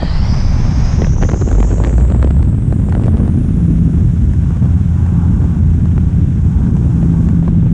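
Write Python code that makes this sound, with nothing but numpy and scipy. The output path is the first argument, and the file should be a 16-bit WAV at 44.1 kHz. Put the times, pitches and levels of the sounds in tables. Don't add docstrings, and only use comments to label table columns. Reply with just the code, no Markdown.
import sys
import numpy as np
from scipy import signal
from scipy.fft import rfft, irfft, next_fast_len
from scipy.io import wavfile
from scipy.ndimage import uniform_filter1d, minimum_filter1d, map_coordinates

SR = 44100
rng = np.random.default_rng(int(sys.argv[2]) if len(sys.argv) > 2 else 0)


def unload_audio(sound):
    columns = np.transpose(np.atleast_2d(sound))
    steps = np.round(np.clip(columns, -1, 1) * 32767)
    wavfile.write(sys.argv[1], SR, steps.astype(np.int16))


N = 340893
TIME = np.arange(N) / SR
BREAKAWAY_S, PULL_UP_S = 0.89, 3.9

# time_s, thick_wire_hz, thin_wire_hz
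WIRE_PITCHES = [(0, 3996, 4600), (.15, 4405, 4950), (.33, 4980, 5750), (.62, 5200, 6230), (.9, 5530, 6370),
                (1.17, 5950, 6480), (1.4, 6400, 7000), (1.68, 6750, 7450), (1.95, 7100, 7850),
                (2.25, 7500, 8130), (2.5, 7750, 8560), (2.85, 8050, 9250), (3.45, 8836, 10000),
                (4.3, 9100, 10490), (7.73, 8472, 10000)]
# frequency_hz, level_db
LARGE_EDDIES = [(8, -26.5), (18, -5.5), (35, 7), (55, -5), (80, 2), (160, -44)]
MIDDLE_EDDIES = [(25, -36.5), (50, -0.5), (75, 1), (130, -1), (185, -8), (240, -23), (330, -30.5),
                 (600, -58.5)]
SMALL_EDDIES = [(110, -35), (190, 5.5), (255, 0), (320, -9), (420, -20), (600, -38), (1200, -49)]
# start_s, end_s, small_eddy_gain_db, crackle_db
FLOW_GUSTS = [(0.03, .03, -3, -35), (0.55, 0.95, 3, -44), (1.0, 1.04, 9, -31), (1.148, 1.18, 5.5, -32),
              (1.215, 1.25, 4, -26), (1.29, 1.42, 0, -30), (1.476, 1.95, 1.5, -29), (1.99, 2.32, 1, -32),
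              (2.355, 2.84, 2.5, -35), (2.875, 3.3, 5.5, -31.5), (3.335, 4.05, 5, -38),
              (4.3, 5.0, -1.5, -49), (4.63, 4.66, 2, -39), (5.105, 5.647, 3, -42), (5.72, 6.4, 2, -46),
              (6.63, 7.73, 5, -39.5)]
GUST_FADES_S = (0.03, 0.018)
# start_s, end_s, gain_db
EDDY_LULLS = [(1.558, 2.33, -4), (3.2, 4.0, -1.5), (4.362, 5.05, -2.5), (5.25, 6.3, -1.8), (6.95, 7.73, -2)]
# start_s, end_s, first_hz, last_hz, level_db, overtone_db
VORTEX_SPELLS = [(0.102, 1.22, 20.82, 36.7, -17, -7), (1.551, 2.386, 46.17, 69.96, -12, -13.5),
                 (2.44, 2.676, 111.9, 120.7, -20, -33), (2.957, 3.15, 84.6, 86, -19, -19),
                 (6.41, 6.67, 80.5, 66.2, -21, -24)]

# time_s, firing_hz
FIRING_RATE = [(0, 63.66), (.5, 70.23), (3.5, 85.5), (3.9, 81.3), (4.35, 81.8), (4.95, 86.3), (5.3, 84.5),
               (5.75, 83), (6.3, 82.6), (7.1, 83.2), (7.73, 82.8)]
# start_s, end_s, harmonic_number, level_db
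DRONE_SWELLS = [(3.656, 3.93, 2, -13), (3.98, 4.15, 1, -19), (4.34, 6.363, 1, -16), (4.05, 5.1, 2, -23.5),
                (5.2, 6.85, 2, -20.5), (6.97, 7.747, 2, -13.2)]
# frequency_hz, level_db
SLOW_ROAR = [(200, -13), (400, 0.5), (800, 3.5), (1100, -0.5), (1500, -4.5), (2100, -6.5), (2700, -12),
             (4200, -15.5), (7700, -25), (9500, -38), (11500, -52.5)]
FAST_ROAR = [(200, 1.5), (420, -2), (650, -0.5), (900, -6.5), (1250, -7.5), (1520, -5.5), (1850, -11),
             (2600, -14.5), (3600, -18), (4500, -30), (8000, -39.5), (12000, -51.5)]

# time_s, thud_db, edge_db, snap_db, spatter_ms
WIND_CRACKS = [(0.023, -32.5, -48.5, -80.5, 1.6), (0.03, -24.5, -43.0, -68.0, 1.3),
               (0.987, -34.5, -43.5, -71.5, 0.7), (1.02, -23.5, -26.5, -71.5, 0.9),
               (1.046, -35.5, -37.0, -81.0, 0.7), (1.069, -30.0, -41.5, -78.5, 0.8),
               (1.135, -38.0, -49.5, -80.5, 0.7), (1.166, -32.5, -49.0, -77.5, 0.9),
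               (1.184, -37.0, -55.0, -82.0, 0.8), (1.213, -33.0, -47.0, -71.5, 0.9),
               (1.219, -36.5, -40.0, -67.0, 0.9), (1.227, -26.0, -34.5, -65.5, 2.1),
               (1.235, -25.0, -36.5, -68.0, 0.6), (1.249, -30.0, -41.5, -62.0, 1.3),
               (1.291, -25.5, -38.0, -68.5, 0.8), (1.298, -34.5, -43.5, -72.0, 0.6),
               (1.317, -30.0, -42.0, -67.0, 1.6), (1.335, -26.5, -39.5, -63.5, 2.3),
               (1.343, -26.5, -46.5, -69.0, 0.9), (1.362, -36.5, -60.5, -76.0, 0.7),
               (1.416, -29.5, -40.0, -67.0, 1.3), (1.422, -29.0, -47.0, -79.0, 1.3),
               (1.477, -29.0, -42.5, -71.0, 1.0), (1.488, -37.0, -47.5, -70.5, 0.8),
               (1.515, -30.5, -43.0, -65.5, 0.9), (1.529, -30.0, -43.5, -67.5, 1.1),
               (1.552, -33.5, -46.5, -76.5, 0.7), (1.584, -30.5, -45.5, -70.5, 1.8),
               (1.604, -27.0, -37.5, -60.5, 1.6), (1.629, -27.5, -37.5, -67.5, 0.8),
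               (1.645, -33.5, -43.5, -75.5, 1.1), (1.694, -38.0, -44.0, -67.5, 0.8),
               (1.707, -35.0, -41.5, -65.0, 1.7), (1.716, -34.5, -46.0, -76.0, 0.6),
               (1.782, -33.0, -44.5, -68.0, 1.0), (1.802, -25.5, -44.5, -68.5, 2.2),
               (1.839, -31.5, -39.5, -68.5, 1.1), (1.848, -31.0, -37.0, -68.5, 0.6),
               (1.867, -37.5, -48.0, -76.5, 0.6), (1.873, -27.0, -40.5, -61.5, 1.0),
               (1.895, -34.5, -44.5, -73.5, 0.7), (1.929, -35.0, -45.5, -74.5, 2.0),
               (1.982, -27.5, -38.0, -59.5, 0.6), (2.001, -32.5, -43.0, -69.0, 0.6),
               (2.011, -34.5, -46.5, -76.0, 0.7), (2.035, -41.0, -48.0, -76.0, 0.8),
               (2.051, -36.0, -50.0, -76.0, 1.5), (2.079, -41.0, -47.0, -69.0, 1.6),
               (2.102, -35.0, -40.0, -71.5, 0.6), (2.122, -29.0, -37.5, -63.0, 1.3),
               (2.147, -30.0, -47.0, -75.5, 0.6), (2.228, -29.0, -37.5, -62.0, 0.6),
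               (2.246, -23.0, -35.0, -60.0, 1.4), (2.274, -31.0, -40.5, -68.0, 0.6),
               (2.308, -30.0, -41.5, -71.5, 1.5), (2.368, -34.5, -51.0, -76.0, 1.1),
               (2.394, -37.0, -51.5, -76.0, 1.7), (2.429, -35.5, -46.5, -66.0, 1.3),
               (2.449, -50.0, -48.5, -73.0, 0.7), (2.726, -28.5, -45.5, -68.5, 1.3),
               (2.887, -33.5, -50.5, -68.5, 1.1), (2.896, -40.5, -46.5, -71.0, 0.9),
               (2.925, -32.0, -47.5, -70.5, 1.3), (2.952, -29.5, -44.5, -72.0, 1.0),
               (2.969, -29.5, -57.5, -72.5, 0.6), (2.997, -27.0, -46.5, -68.0, 1.1),
               (3.037, -37.5, -44.5, -72.5, 1.0), (3.044, -41.5, -46.0, -67.0, 0.9),
               (3.06, -39.0, -44.5, -65.5, 0.6), (3.069, -35.0, -47.5, -65.0, 1.0),
               (3.082, -28.5, -43.0, -71.0, 1.2), (3.141, -30.0, -49.0, -70.0, 1.5),
               (3.171, -36.5, -49.0, -71.0, 0.9), (3.181, -36.0, -48.0, -71.0, 2.1),
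               (3.279, -32.0, -45.0, -71.5, 0.9), (4.336, -42.0, -54.0, -71.0, 1.0),
               (4.507, -38.5, -57.0, -74.0, 1.3), (4.57, -39.0, -47.0, -69.5, 1.6),
               (4.628, -39.0, -48.0, -71.0, 1.5), (4.657, -37.0, -46.5, -76.0, 1.5),
               (5.066, -41.0, -54.5, -73.0, 1.2), (5.091, -37.0, -46.5, -73.5, 0.8),
               (5.443, -37.0, -50.5, -75.0, 0.9), (5.857, -40.5, -52.0, -70.5, 1.6),
               (5.98, -34.0, -44.0, -69.0, 1.0), (6.131, -44.0, -46.5, -76.5, 1.0),
               (6.607, -41.0, -60.0, -75.0, 0.8), (6.663, -38.5, -58.0, -72.5, 1.1),
               (6.768, -39.0, -53.5, -70.5, 0.6), (6.85, -40.0, -52.0, -74.5, 1.2),
               (7.03, -36.0, -47.5, -75.5, 1.6), (7.289, -38.5, -50.0, -72.0, 1.0),
               (7.427, -37.5, -52.5, -77.5, 2.4), (7.48, -29.5, -47.0, -70.0, 1.6)]
# frequency_hz, level_db
CRACK_THUD = [(100, -10.5), (280, 13.5), (450, 9), (800, 0), (1250, -6.5)]
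CRACK_EDGE = [(1850, 0.5), (2600, -6.5), (3800, -15)]
CRACK_SNAP = [(5500, 5), (8000, 3), (10000, -4.5), (12000, -23)]
# frequency_hz, level_db
CRACKLE_SPECTRUM = [(120, -17.5), (330, 4), (480, 0.5), (750, -8), (1300, -16.5), (2000, -25), (4000, -39),
                    (7000, -49), (10000, -49.5), (13000, -81.5)]

# thick_wire_hz, thick_wire_db, thin_wire_db
WIRE_LEVELS = [(3920, -50, -43), (4230, -44.5, -43.5), (4950, -44, -47), (5200, -48, -50),
               (5700, -45.5, -48.5), (6000, -44, -54), (6780, -48.5, -53), (7180, -54.5, -56),
               (7300, -58, -58.5), (7700, -64, -63.5), (8050, -65, -66), (8820, -65, -72), (9130, -77, -80)]
# ratio_to_thick_wire_pitch, width_hz, level_db
STRUT_WHISTLES = [(0.262, 48.7, -6), (0.445, 129.4, 0.5), (0.602, 248, -12), (0.771, 308, -13.5)]
# start_s, end_s, first_hz, last_hz, width_hz, level_db
WIRE_FLARES = [(0.013, 0.085, 3270, 3050, 260, -44), (0.05, 0.2, 4680, 5120, 280, -49),
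               (0.11, 0.146, 3880, 4130, 260, -46), (0.195, 0.25, 2850, 3380, 400, -44),
               (0.276, 0.465, 5090, 5080, 160, -46), (0.293, 0.56, 4650, 4780, 240, -48),
               (0.68, 1.046, 4800, 5190, 300, -46.5), (1.088, 1.206, 6000, 6050, 400, -46),
               (1.246, 1.955, 5420, 6220, 1000, -53), (2.748, 3.05, 7040, 7700, 1000, -64),
               (3.3, 3.54, 8700, 8800, 450, -69)]
# pitch_hz, width_hz, level_db
COCKPIT_MODES = [(818, 215, -4.5), (1036, 340, -5), (1458, 290, -8.5)]
# start_s, end_s, level_db
HOWL_SWELLS = [(4.6, 4.7, -43), (5.1, 5.455, -40.5), (5.9, 6.0, -47.5), (6.602, 6.704, -41.5),
               (6.948, 7.25, -42.5)]
# frequency_hz, level_db
HISS_SPECTRUM = [(3000, -19), (4600, -10), (5400, -2), (6600, 0), (7900, -2), (9000, -6.5), (10200, -8.5),
                 (11000, -14), (12000, -23), (14000, -25)]
# start_s, end_s, release_s, level_db
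HISS_SWELLS = [(4.0, 5.3, 5.5, -55), (7.0, 7.27, 0.54, -54)]


def buffeting(coupling=0.68, large_gust_share=0.48, flutter_db=-0.6, lull_fade_s=0.14):
    gusts_db = sum(db * plateau(start, end, *GUST_FADES_S) for start, end, db, _ in FLOW_GUSTS)
    lulls_db = sum(db * plateau(start, end, lull_fade_s) for start, end, db in EDDY_LULLS)
    eddies = noise(MIDDLE_EDDIES)
    swell = unit(np.abs(signal.hilbert(eddies, next_fast_len(N))[:N]))
    breakup = unit(noise(SMALL_EDDIES) * swell ** coupling * undb(flutter_db * walk(36)))
    large = noise(LARGE_EDDIES) * by_speed(-28, db_per_doubling=-12) * undb(large_gust_share * gusts_db)
    middle = eddies * by_speed(-10, db_per_doubling=5) * undb(lulls_db)
    small = breakup * by_speed(-23, db_per_doubling=6) * undb(gusts_db)
    return large + middle + small, swell


def vortices(wobble=0.0081, throb_db=2.5, fade_s=0.078):
    out = 0
    for start, end, first_hz, last_hz, db, overtone_db in VORTEX_SPELLS:
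        hz = np.interp(TIME, [start, end], [first_hz, last_hz])
        phase = 2 * np.pi * np.cumsum(hz * (1 + wobble * walk(24.52))) / SR
        tone = unit(np.sin(phase) + undb(overtone_db) * np.sin(2 * phase))
        out += tone * undb(db) * plateau(start, end, fade_s)
    return out * undb(throb_db * walk(13))


def engine(wobble=0.0038, throb_db=0.5, floor_db=-30.5, fade_s=0.1, exhaust_db=-37, step_db=-13.5):
    firing_hz, = curves(FIRING_RATE)
    phase = 2 * np.pi * np.cumsum(firing_hz * (1 + wobble * walk(25))) / SR
    drone = 0
    for harmonic in (1, 2):
        swells = sum(undb(db) * plateau(start, end, fade_s)
                     for start, end, number, db in DRONE_SWELLS if number == harmonic)
        gain = np.maximum(swells, undb(floor_db)) * undb(throb_db * walk(22))
        drone += gain * np.sin(harmonic * phase)
    for k, order in enumerate(np.arange(5, 11) / 2):
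        drone += undb(exhaust_db + step_db * k) * np.sin(order * phase + 2 * np.pi * rng.random())
    return np.sqrt(2) * drone, phase


def slipstream(blade_phase, smooth_db=-32.5, broken_db=-44, break_s=0.42, flutter_db=1, chop=0.073):
    smooth = undb(smooth_db) * plateau(0, BREAKAWAY_S, break_s)
    broken = undb(broken_db) * plateau(0, BREAKAWAY_S + break_s, break_s, release_s=1.6)
    bright = noise(SLOW_ROAR) * np.maximum(smooth, broken)
    dark = noise(FAST_ROAR) * by_speed(-41, db_per_doubling=11)
    return (bright + dark) * undb(flutter_db * walk(70)) * (1 + chop * np.sin(blade_phase))


def cracks(gain_db=0.4, spatter_share=0.17, sputter_share=0.04, sputter_ms=4.0, size=1024):
    out = np.zeros(N + size)
    lead = size // 3
    from_click_ms = 1000 * np.abs(np.arange(size) - lead) / SR
    window = signal.get_window(("tukey", .5), size)
    thud_band = signal.butter(3, [400, 1400], "bandpass", fs=SR, output="sos")
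    for time_s, thud_db, edge_db, snap_db, spatter_ms in WIND_CRACKS:
        spatter = spatter_share * np.exp(-from_click_ms / spatter_ms)
        sputter = sputter_share * np.exp(-from_click_ms / sputter_ms)
        burst = (spatter + sputter) * rng.standard_normal(size)
        burst[lead] += rng.choice([-1, 1])
        shape = response(crack_spectrum(thud_db, edge_db, snap_db), size=4096)
        crack = signal.fftconvolve(burst, shape)[:size] * window
        thud_rms = np.sqrt(np.mean(signal.sosfilt(thud_band, crack) ** 2))
        i = max(int(time_s * SR) - lead, 0)
        out[i:i + size] += crack / thud_rms * undb(thud_db + gain_db)
    return out[:N]


def crackle(swell, calm_db=-48, per_second=600, spread_db=3.5, largest_db=8):
    gusts = sum(undb(db) * plateau(start, end, *GUST_FADES_S) for start, end, _, db in FLOW_GUSTS)
    sizes = undb(np.minimum(spread_db * rng.exponential(size=N), largest_db))
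    onsets = rng.random(N) < swell ** 2 * per_second / SR
    pops = onsets * sizes * rng.choice([-1, 1], N)
    return unit(colour(pops, CRACKLE_SPECTRUM)) * np.maximum(gusts, undb(calm_db))


def ticks(swell, per_second=18, level_db=-31, spread_db=2.0):
    onsets = rng.random(N) < swell ** 2 * per_second / SR
    snaps = onsets * undb(spread_db * rng.standard_normal(N))
    return undb(level_db) * colour(snaps, crack_spectrum(thud_db=0, edge_db=-11, snap_db=-37))


def wires(core_db=-6, wake_db=1.5, waver=0.008, ragged_db=0.0, fade_s=0.94):
    thick_hz, thin_hz = curves(WIRE_PITCHES)
    song_hz, *song_db = np.transpose(WIRE_LEVELS)
    thick_gain, thin_gain = (undb(np.interp(thick_hz, song_hz, db) + ragged_db * walk(22))
                             for db in song_db)
    speed = thick_hz / thick_hz.max()
    gust = 1 + waver * walk(18)
    thick = narrow(thick_hz * gust, width_hz=650)
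    core = narrow(thick_hz * gust, width_hz=200) * undb(core_db)
    thin = narrow(thin_hz * gust, width_hz=420)
    whistles = (thick + core) * thick_gain + thin * thin_gain
    wake = narrow((thick_hz + thin_hz) / 2, width_hz=1400)
    wake *= speed * (thick_gain + thin_gain) * undb(wake_db)
    struts = sum(undb(db) * narrow(ratio * thick_hz * gust, width) for ratio, width, db in STRUT_WHISTLES)
    struts *= by_speed(-84, db_per_doubling=-37)
    return (whistles + wake + struts) * plateau(0, PULL_UP_S, fade_s)


def wire_flares(fade_s=0.075, flutter_db=3.0):
    out = 0
    for start, end, first_hz, last_hz, width_hz, db in WIRE_FLARES:
        hz = np.interp(TIME, [start, end], [first_hz, last_hz])
        out += narrow(hz, width_hz) * undb(db) * plateau(start, end, fade_s)
    return out * undb(flutter_db * walk(25))


def cockpit_howl(drift=0.01534, flutter_db=1.5, fade_s=0.43):
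    swells = np.max([undb(db) * plateau(start, end, fade_s) for start, end, db in HOWL_SWELLS], axis=0)
    modes = sum(undb(db) * narrow(hz * (1 + drift * walk(7.8)), width) for hz, width, db in COCKPIT_MODES)
    return modes * swells * undb(flutter_db * walk(35))


def hiss(rise_s=2.8):
    swells = [undb(db) * plateau(start, end, rise_s, release) for start, end, release, db in HISS_SWELLS]
    gain = np.maximum(by_speed(-60, db_per_doubling=8), np.max(swells, axis=0))
    return noise(HISS_SPECTRUM) * gain


def by_speed(top_speed_db, db_per_doubling):
    hz = curves(WIRE_PITCHES)[0]
    return undb(top_speed_db + db_per_doubling * np.log2(hz / hz.max()))


def crack_spectrum(thud_db, edge_db, snap_db):
    parts = (CRACK_THUD, thud_db), (CRACK_EDGE, edge_db), (CRACK_SNAP, snap_db)
    return [(hz, db + part_db) for part, part_db in parts for hz, db in part]


def plateau(start_s, end_s, fade_s, release_s=None):
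    rise = (TIME - start_s) / fade_s
    fall = (end_s - TIME) / (release_s or fade_s)
    return np.clip(np.minimum(rise, fall) + 1, 0, 1)


def narrow(hz, width_hz):
    phase = 2 * np.pi * np.cumsum(hz) / SR
    lowpass = signal.butter(3, width_hz / 2, fs=SR, output="sos")
    a, b = signal.sosfilt(lowpass, rng.standard_normal((2, N)))
    return unit(a * np.cos(phase) + b * np.sin(phase))


def walk(rate_hz):
    knots = rng.standard_normal(8192)
    return unit(map_coordinates(knots, [TIME * rate_hz], order=3, mode="mirror"))


def noise(spectrum):
    return unit(colour(rng.standard_normal(N), spectrum))


def colour(x, spectrum):
    return signal.fftconvolve(x, response(spectrum))[:N]


def response(spectrum, size=65536):
    hz, db = np.transpose(spectrum)
    octave = np.log2(np.arange(size // 2 + 1) * SR / size + 1)
    gain_db = np.interp(octave, np.log2(hz), db) - 20 * np.maximum(octave - np.log2(hz[-1]), 0)
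    cepstrum = irfft(np.log(undb(gain_db)))
    cepstrum[1:size // 2] *= 2
    cepstrum[size // 2 + 1:] = 0
    impulse = irfft(np.exp(rfft(cepstrum)))
    return impulse / np.abs(impulse).max()


def curves(table):
    time_s, *columns = np.transpose(table)
    return [np.interp(TIME, time_s, column) for column in columns]


def unit(x):
    return x / np.sqrt(np.mean(x ** 2))


def undb(db):
    return 10 ** (np.asarray(db) / 20)


def scene():
    drone, blade_phase = engine()
    rumble, swell = buffeting()
    airflow = rumble + vortices() + slipstream(blade_phase) + hiss()
    airframe = cockpit_howl() + wires() + wire_flares()
    return (airflow + drone + airframe + cracks() + crackle(swell) + ticks(swell))[None]


def record(dry, drive_db=0.5, ceiling=0.79, hold_s=0.015, top_hz=14500, fade_out_s=0.004):
    x = dry[0] * undb(drive_db)
    bass = signal.sosfiltfilt(signal.butter(2, 500, fs=SR, output="sos"), x)
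    peak = np.maximum(np.abs(bass), .8 * np.abs(x))
    hold = int(hold_s * SR)
    gain = minimum_filter1d(ceiling / np.maximum(peak, ceiling), hold)
    gain = uniform_filter1d(uniform_filter1d(gain, hold // 2), hold // 2)
    fade = np.minimum((TIME[-1] - TIME) / fade_out_s, 1)
    top_cut = signal.ellip(8, .2, 70, top_hz, fs=SR, output="sos")
    return signal.sosfilt(top_cut, x * gain * fade)[None]


dry = scene()
out = record(dry)
unload_audio(out)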